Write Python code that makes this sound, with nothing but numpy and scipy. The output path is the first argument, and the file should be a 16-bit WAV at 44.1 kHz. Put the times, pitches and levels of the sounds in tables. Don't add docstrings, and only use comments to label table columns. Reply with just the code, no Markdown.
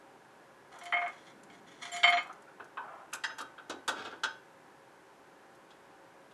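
import sys
import numpy as np
from scipy import signal
from scipy.fft import rfft, irfft
from scipy.io import wavfile

SR = 44100
rng = np.random.default_rng(int(sys.argv[2]) if len(sys.argv) > 2 else 0)


def pcm_store(signal):
    levels = np.round(np.clip(np.atleast_2d(signal), -1, 1) * 32767)
    wavfile.write(sys.argv[1], SR, levels.astype(np.int16).T)


N = 279359

CUP_MODE_HZ = np.array([701, 768, 1051, 1225, 1359, 1512, 1644, 1813, 2008, 2146, 2167, 2336, 2544, 3095, 3335, 3520, 4187, 4504, 5477, 5842, 6929, 7369, 9180, 9388, 11143])
# level/dB, undisturbed t60/s, side of the rim where most easily struck (about -1..1)
CUP_MODES = [(-6, 0.76, 0.043), (-23.5, 0.66, 0.77), (-22, 0.21, 0.58), (-8.5, 0.24, -0.033), (-32, .25, 0),
             (-27.5, 0.2, -0.84), (-12.5, 0.13, -0.44), (-20, 0.14, 0.22), (-7, 0.12, 1), (-7, 0.25, 1),
             (7.5, 0.097, 0.16), (-7.5, 0.095, 0.33), (-19, 0.3, 0.17), (-2, 0.15, 0.89), (-29, 0.18, 0.68),
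             (-45.5, 0.17, -0.079), (-16, 0.22, -0.78), (-16.5, 0.32, .7), (-21.5, 0.33, 0.047),
             (-30.5, 0.48, -1.3), (-2.5, 0.16, -0.36), (-0.5, 0.12, .9), (-18, .25, 0), (-7.5, 0.26, 0.34),
             (-13.5, 0.32, 0.85)]
# t/s, level/dB, brightness f/Hz
CUP_FALLS = [(.9235, -27, 2570), (2.032, -20.5, 4200)]
# t/s after the fall, ring level/dB and clank level/dB (both relative
# to the fall), lowest-mode lift/dB, lean to one side of the rim/dB
CUP_BOUNCES = [(0, 0.5, -0.5, 1.5, 8.5), (.042, 0.5, -7, -1, 2.5), (.092, -7, -6, 11, -16),
               (.138, -3, -9.5, -16, -5.5)]
# t/s, ring level/dB, clank level/dB, brightness f/Hz, lean to one side of the rim/dB
CUP_TOUCHES = [(.812, -48.5, -51.5, 4500, 1), (.856, -46, -46, 5370, 3), (1.27, -67, -55, 5000, -2),
               (1.499, -63, -54.5, 6000, 2), (1.822, -53, -56, 5000, -16), (1.853, -53, -44, 6000, 4),
               (1.916, -44, -51, 11000, 10.5), (1.935, -39, -68, 11000, -11),
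               (1.962, -43.5, -39.5, 6800, 10)]
# f/Hz, relative level/dB
CLANK_COLOUR = [(30, -73), (120, -45.5), (260, -20.5), (450, -24.5), (700, -6), (950, -8.5), (1250, -1.5),
                (1750, -2.5), (2150, 4), (2600, -12), (3150, -0.5), (4100, -10), (5200, -15), (7000, -10),
                (12000, -13)]
# start t/s, time until release t/s, level/dB
CUP_SCRAPES = [(.712, 0.02, -57), (.8, 0.49, -63), (1.52, 0.024, -62.5), (1.66, 0.35, -60),
               (1.812, .03, -44.5), (1.92, 0.054, -54.5)]
# start t/s, time until release t/s, level/dB
DULL_STROKES = [(.71, 0.1, -54), (2.25, 0.063, -51), (2.83, .17, -50)]
# f/Hz, relative level/dB
DULL_COLOUR = [(40, -63), (250, -21.5), (600, -3), (950, 9), (1350, 7), (2100, -12.5), (3100, -17),
               (4500, -41), (12000, -46)]
# t/s, level/dB, brightness f/Hz, main resonance f/Hz, its lift/dB, thud lift/dB,
# tweezers ring level/dB
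BENCH_KNOCKS = [(2.297, -45, 1700, 1260, 19, -19, -82), (2.474, -52.5, 2210, 1390, 7, -15, -73),
                (2.597, -43, 2400, 1290, 5.5, -1, -76), (2.771, -33, 2360, 980, 16, -13.5, -85),
                (3.1278, -36, 2780, 2530, 9, -12.5, -53), (3.2368, -31, 7660, 1890, 18.5, -17, -35.5),
                (3.296, -41.5, 3300, 1760, 11, -8, -72), (3.383, -39, 11600, 1670, 7.5, -6, -60),
                (3.401, -38.5, 4900, 1260, 13.5, 3, -74), (3.58, -45, 3440, 1450, 13, -1, -77),
                (3.696, -35, 6900, 298, 2.5, 4, -77), (3.878, -25.5, 9500, 1290, 6.5, -4, -45),
                (4.049, -42, 7000, 3400, 8, 6, -66), (4.126, -44.5, 2510, 1290, 0, -1, -80),
                (4.234, -26.5, 7150, 1540, 10, -10.5, -38.5), (5.704, -56.5, 7200, 3480, 5, -5, -72),
                (6.31, -62, 7000, 3420, 6, -5, -80)]
# f/Hz, relative level/dB
KNOCK_COLOUR = [(30, -65), (100, -14.5), (160, -35.5), (250, -8.5), (420, -6.5), (800, -7.5), (1250, -4),
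                (1550, -2.5), (2100, -18), (2700, -8.5), (3450, -5.5), (4400, -11.5), (5600, -13.5),
                (7300, -11.5), (9500, -15), (12500, -14)]
# f/Hz, level/dB, t60/s
BENCH_MODES = [(897, -5, .3), (1250, -2, .22), (1447, -6, .25), (1513, -1, .35), (2580, -11, .15),
               (3220, -4, .15), (3830, -4, .14), (4470, -9, .14), (7280, -15, .1)]
# f/Hz, level/dB, t60/s
TWEEZER_MODES = [(1579, -2, .44), (2756, -15, .4), (3230, -3, .17), (5087, -9, .32), (6271, -13, .4),
                 (7089, -16, .32)]
# f/Hz, t60/s
BLOW_DECAY = [(200, 0.47), (1400, .17), (3500, 0.11), (7000, 0.099), (12000, 0.061)]
# start t/s, time until release t/s, level/dB
STAND_RATTLE = (3.945, 0.12, -44.5)
# t/s, level/dB
STEEL_TICKS = [(.786, -50), (0.834, -49.5), (.853, -47), (1.433, -54), (1.964, -44), (2.098, -42),
               (2.227, -56), (3.133, -31.5), (3.149, -38.5), (3.410, -42.5), (3.695, -44.5), (5.55, -63)]
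# f/Hz, relative level/dB
TICK_COLOUR = [(1000, -25), (3000, -7), (5200, -3), (7200, 0), (9000, -4), (10500, -5), (12500, -14)]
# start t/s, time until release t/s, level/dB
SLEEVE_RUSTLE = (1.1, 0.66, -61.5)
# f/Hz, t60/s
ROOM_DECAY = [(200, 0.42), (1200, 0.37), (3500, 0.33), (10000, 0.21)]
# f/Hz, relative level/dB
AIR_COLOUR = [(25, -42), (55, -21.5), (92, -21.5), (139, -10), (220, -11.5), (350, -4.5), (500, -9),
              (700, -9), (950, -6), (1200, -12), (1550, -10.5), (2100, -18), (2900, -22.5), (3500, -25.5),
              (4500, -28.5), (7000, -30.5), (12500, -36)]
# f/Hz, level/dB
WORKSHOP_HUM = [(404, -76), (545, -69.5), (780.6, -71.5), (1513, -80), (1680, -78)]

T = np.arange(SR // 2) / SR
HZ = np.fft.rfftfreq(len(T), 1 / SR)
CLOCK = np.arange(N) / SR

DULLING = 0.045
TOUCH_LOW_DB = 9.5
SETTLE_S, SETTLE_DB_PER_S = 0.055, 107.5
SCRAPE_RING_DB = -6.5
SCRAPE_T60_S = 0.11
BENCH_RING_DB = -10
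DEPTH_DB = 3.5
STROKE_ATTACK_S, STROKE_RELEASE_S = 0.016, 0.052
RATTLE_ATTACK_S, RATTLE_RELEASE_S = 0.023, 0.055
RUSTLE_ATTACK_S, RUSTLE_RELEASE_S = 0.29, 0.35
FAINT_TICKS, FAINT_TICK_DB, FAINT_SPREAD_DB = 9, -58, 1.5
HANDLING_S = (.6, 3.2)
AIR_DB = -58.5
EDGE_HZ = 12550


def cup():
    mode_db, t60, side = np.transpose(CUP_MODES)
    modes = np.column_stack([CUP_MODE_HZ, mode_db, t60])
    lowest = CUP_MODE_HZ == CUP_MODE_HZ.min()
    hits = contacts()
    next_times = [row[0] for row in hits[1:]] + [N / SR]
    out = np.zeros(N)
    for (s, ring_db, clank_db, bright_hz, low_db, lean_db), next_s in zip(hits, next_times):
        weights = contact(CUP_MODE_HZ, bright_hz) * amp(lean_db * side + low_db * lowest)
        choke_db = -60 * np.maximum(T - (next_s - s), 0) / 0.06
        settle_db = -SETTLE_DB_PER_S * np.maximum(T - SETTLE_S, 0)
        ringing = weights @ ring(modes, rise=0.0098, s=s)
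        add(out, s, amp(ring_db) * ringing * amp(choke_db + settle_db))
        clank_gain = amp(read(CLANK_COLOUR, HZ)) * contact(HZ, bright_hz)
        add(out, s, amp(clank_db) * blow(clank_gain, rise=0.00078, slowed_s=0.0076))
    return out


def contacts():
    rows = []
    for s, ring_db, clank_db, bright_hz, lean_db in CUP_TOUCHES:
        rows.append((s, ring_db, clank_db, bright_hz, TOUCH_LOW_DB, lean_db))
    for s, db, bright_hz in CUP_FALLS:
        for k, (delay, ring_db, clank_db, low_db, lean_db) in enumerate(CUP_BOUNCES):
            bounce_hz = bright_hz * (1 - DULLING) ** k
            rows.append((s + delay, db + ring_db, db + clank_db, bounce_hz, low_db, lean_db))
    return sorted(rows)


def scrape():
    grit = grains(amp(read(CLANK_COLOUR, HZ)) * contact(HZ, 7100), per_s=220, spread_db=3.5)
    wall = ring([(hz, 0, SCRAPE_T60_S) for hz in CUP_MODE_HZ], rise=.004).sum(0)
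    ringing = unit(signal.oaconvolve(np.diff(grit, prepend=0), wall)[:N])
    return strokes(CUP_SCRAPES) * (grit + amp(SCRAPE_RING_DB) * ringing)


def dull_scrape():
    return strokes(DULL_STROKES) * grains(amp(read(DULL_COLOUR, HZ)), per_s=680, spread_db=0.5)


def bench():
    out = np.zeros(N)
    board = waver(ring(BENCH_MODES, rise=.003))
    prongs = waver(ring(TWEEZER_MODES, rise=.005))
    board_hz, prong_hz = np.transpose(BENCH_MODES)[0], np.transpose(TWEEZER_MODES)[0]
    for s, db, bright_hz, main_hz, lift_db, thud_db, prong_db in BENCH_KNOCKS:
        peak_db = lift_db * np.exp(-(np.log2((HZ + 1) / main_hz) / 0.21) ** 2)
        low_db = thud_db / (1 + (HZ / 650) ** 4)
        colour_db = read(KNOCK_COLOUR, HZ) + peak_db + low_db + ragged(DEPTH_DB)
        knock = blow(amp(colour_db) * contact(HZ, bright_hz), rise=0.0019, slowed_s=0.019)
        add(out, s, amp(db) * knock)
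        add(out, s, amp(db + BENCH_RING_DB) * (contact(board_hz, bright_hz) @ board))
        add(out, s, amp(prong_db) * (contact(prong_hz, 0.74 * bright_hz) @ prongs))
    rattle_gain = amp(read(KNOCK_COLOUR, HZ)) * contact(HZ, 6400) / (1 + HZ / 1200)
    rattle = grains(rattle_gain, per_s=380, spread_db=2.0)
    return out + stroke(*STAND_RATTLE, RATTLE_ATTACK_S, RATTLE_RELEASE_S) * rattle


def ticks():
    out = np.zeros(N)
    strays = []
    for _ in range(FAINT_TICKS):
        strays.append((rng.uniform(*HANDLING_S), rng.normal(FAINT_TICK_DB, FAINT_SPREAD_DB)))
    for s, db in STEEL_TICKS + strays:
        colour = amp(read(TICK_COLOUR, HZ) + ragged(DEPTH_DB))
        envelope = amp(db - 60 * T / 0.051) * (1 - np.exp(-T / 0.0021))
        add(out, s, envelope * noise(colour, len(T)))
    return out


def rustle():
    hz = np.fft.rfftfreq(N, 1 / SR)
    level = stroke(*SLEEVE_RUSTLE, RUSTLE_ATTACK_S, RUSTLE_RELEASE_S)
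    return level * noise(contact(hz, 390) * (1 - contact(hz, 117)), N)


def room(x):
    tail = fade(rng.standard_normal(len(T)), ROOM_DECAY) * (1 - np.exp(-(T / 0.015) ** 2))
    return signal.oaconvolve(x, tail / np.linalg.norm(tail))[:N]


def air():
    hz = np.fft.rfftfreq(N, 1 / SR)
    rush = amp(AIR_DB) * noise(amp(read(AIR_COLOUR, hz)), N)
    hum = sum(amp(db) * noise(1 / (1 + ((hz - f) / 5.5) ** 2), N) for f, db in WORKSHOP_HUM)
    return rush + hum


def contact(hz, bright_hz):
    return 1 / np.sqrt(1 + (hz / bright_hz) ** 9.0)


def ring(modes, rise, s=0):
    hz, db, t60 = np.transpose(modes)[:, :, None]
    decay = amp(db - 60 * T / t60)
    return decay * np.sin(2 * np.pi * hz * (T + s)) * (1 - np.exp(-T / rise))


def blow(gain, rise, slowed_s):
    echo_lift = amp(62 * np.minimum(T, slowed_s))
    return fade(noise(gain, len(T)), BLOW_DECAY) * echo_lift * (1 - np.exp(-T / rise))


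def grains(gain, per_s, spread_db):
    happens = rng.random(N) < per_s / SR
    sign = rng.choice([-1, 1], N)
    size = amp(spread_db * np.minimum(rng.exponential(1, N), 3))
    body = noise(gain, len(T)) * amp(-60 * T / 0.091)
    return unit(signal.oaconvolve(happens * sign * size, body)[:N])


def ragged(depth_db):
    window = signal.windows.hann(len(HZ) // 64)
    bumps = unit(signal.fftconvolve(rng.standard_normal(len(HZ)), window, "same"))
    return depth_db * bumps * HZ / (HZ + 2000)


def waver(modes):
    slow = [noise(contact(HZ, 40), len(T)) for _ in modes]
    return modes * (1 + .35 * np.array(slow))


def stroke(start, length, db, attack_s, release_s):
    attack = np.clip((CLOCK - start) / attack_s, 0, 1)
    release = np.exp(-np.maximum(CLOCK - start - length, 0) / release_s)
    return amp(db) * attack * release


def strokes(rows):
    return sum(stroke(*row, STROKE_ATTACK_S, STROKE_RELEASE_S) for row in rows)


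def fade(x, decays):
    hz, t, z = signal.stft(x, SR, nperseg=128)
    decay = amp(-60 * t / read(decays, hz)[:, None])
    return signal.istft(z * decay, SR, nperseg=128)[1][:len(x)]


def noise(gain, size):
    return unit(irfft(rfft(rng.standard_normal(size)) * gain, size))


def read(points, hz):
    f, value = np.transpose(points)
    return np.interp(np.log(hz + 1), np.log(f), value)


def amp(db):
    return 10 ** (np.asarray(db) / 20)


def unit(x):
    return x / np.sqrt(np.mean(abs(x) ** 2) + 1e-20)


def add(mix, s, sound):
    part = mix[round(s * SR):][:len(sound)]
    part += sound[:len(part)]


def scene():
    no_bass = signal.butter(3, 95, "highpass", fs=SR, output="sos")
    near = signal.sosfilt(no_bass, cup() + scrape() + dull_scrape() + bench() + ticks())
    return (near + amp(-16.0) * room(near) + rustle() + air())[None]


def record(dry):
    lowpass = signal.firwin(511, EDGE_HZ, window=("kaiser", 8), fs=SR)
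    return signal.oaconvolve(dry, lowpass[None], "same")


dry = scene()
out = record(dry)
pcm_store(out)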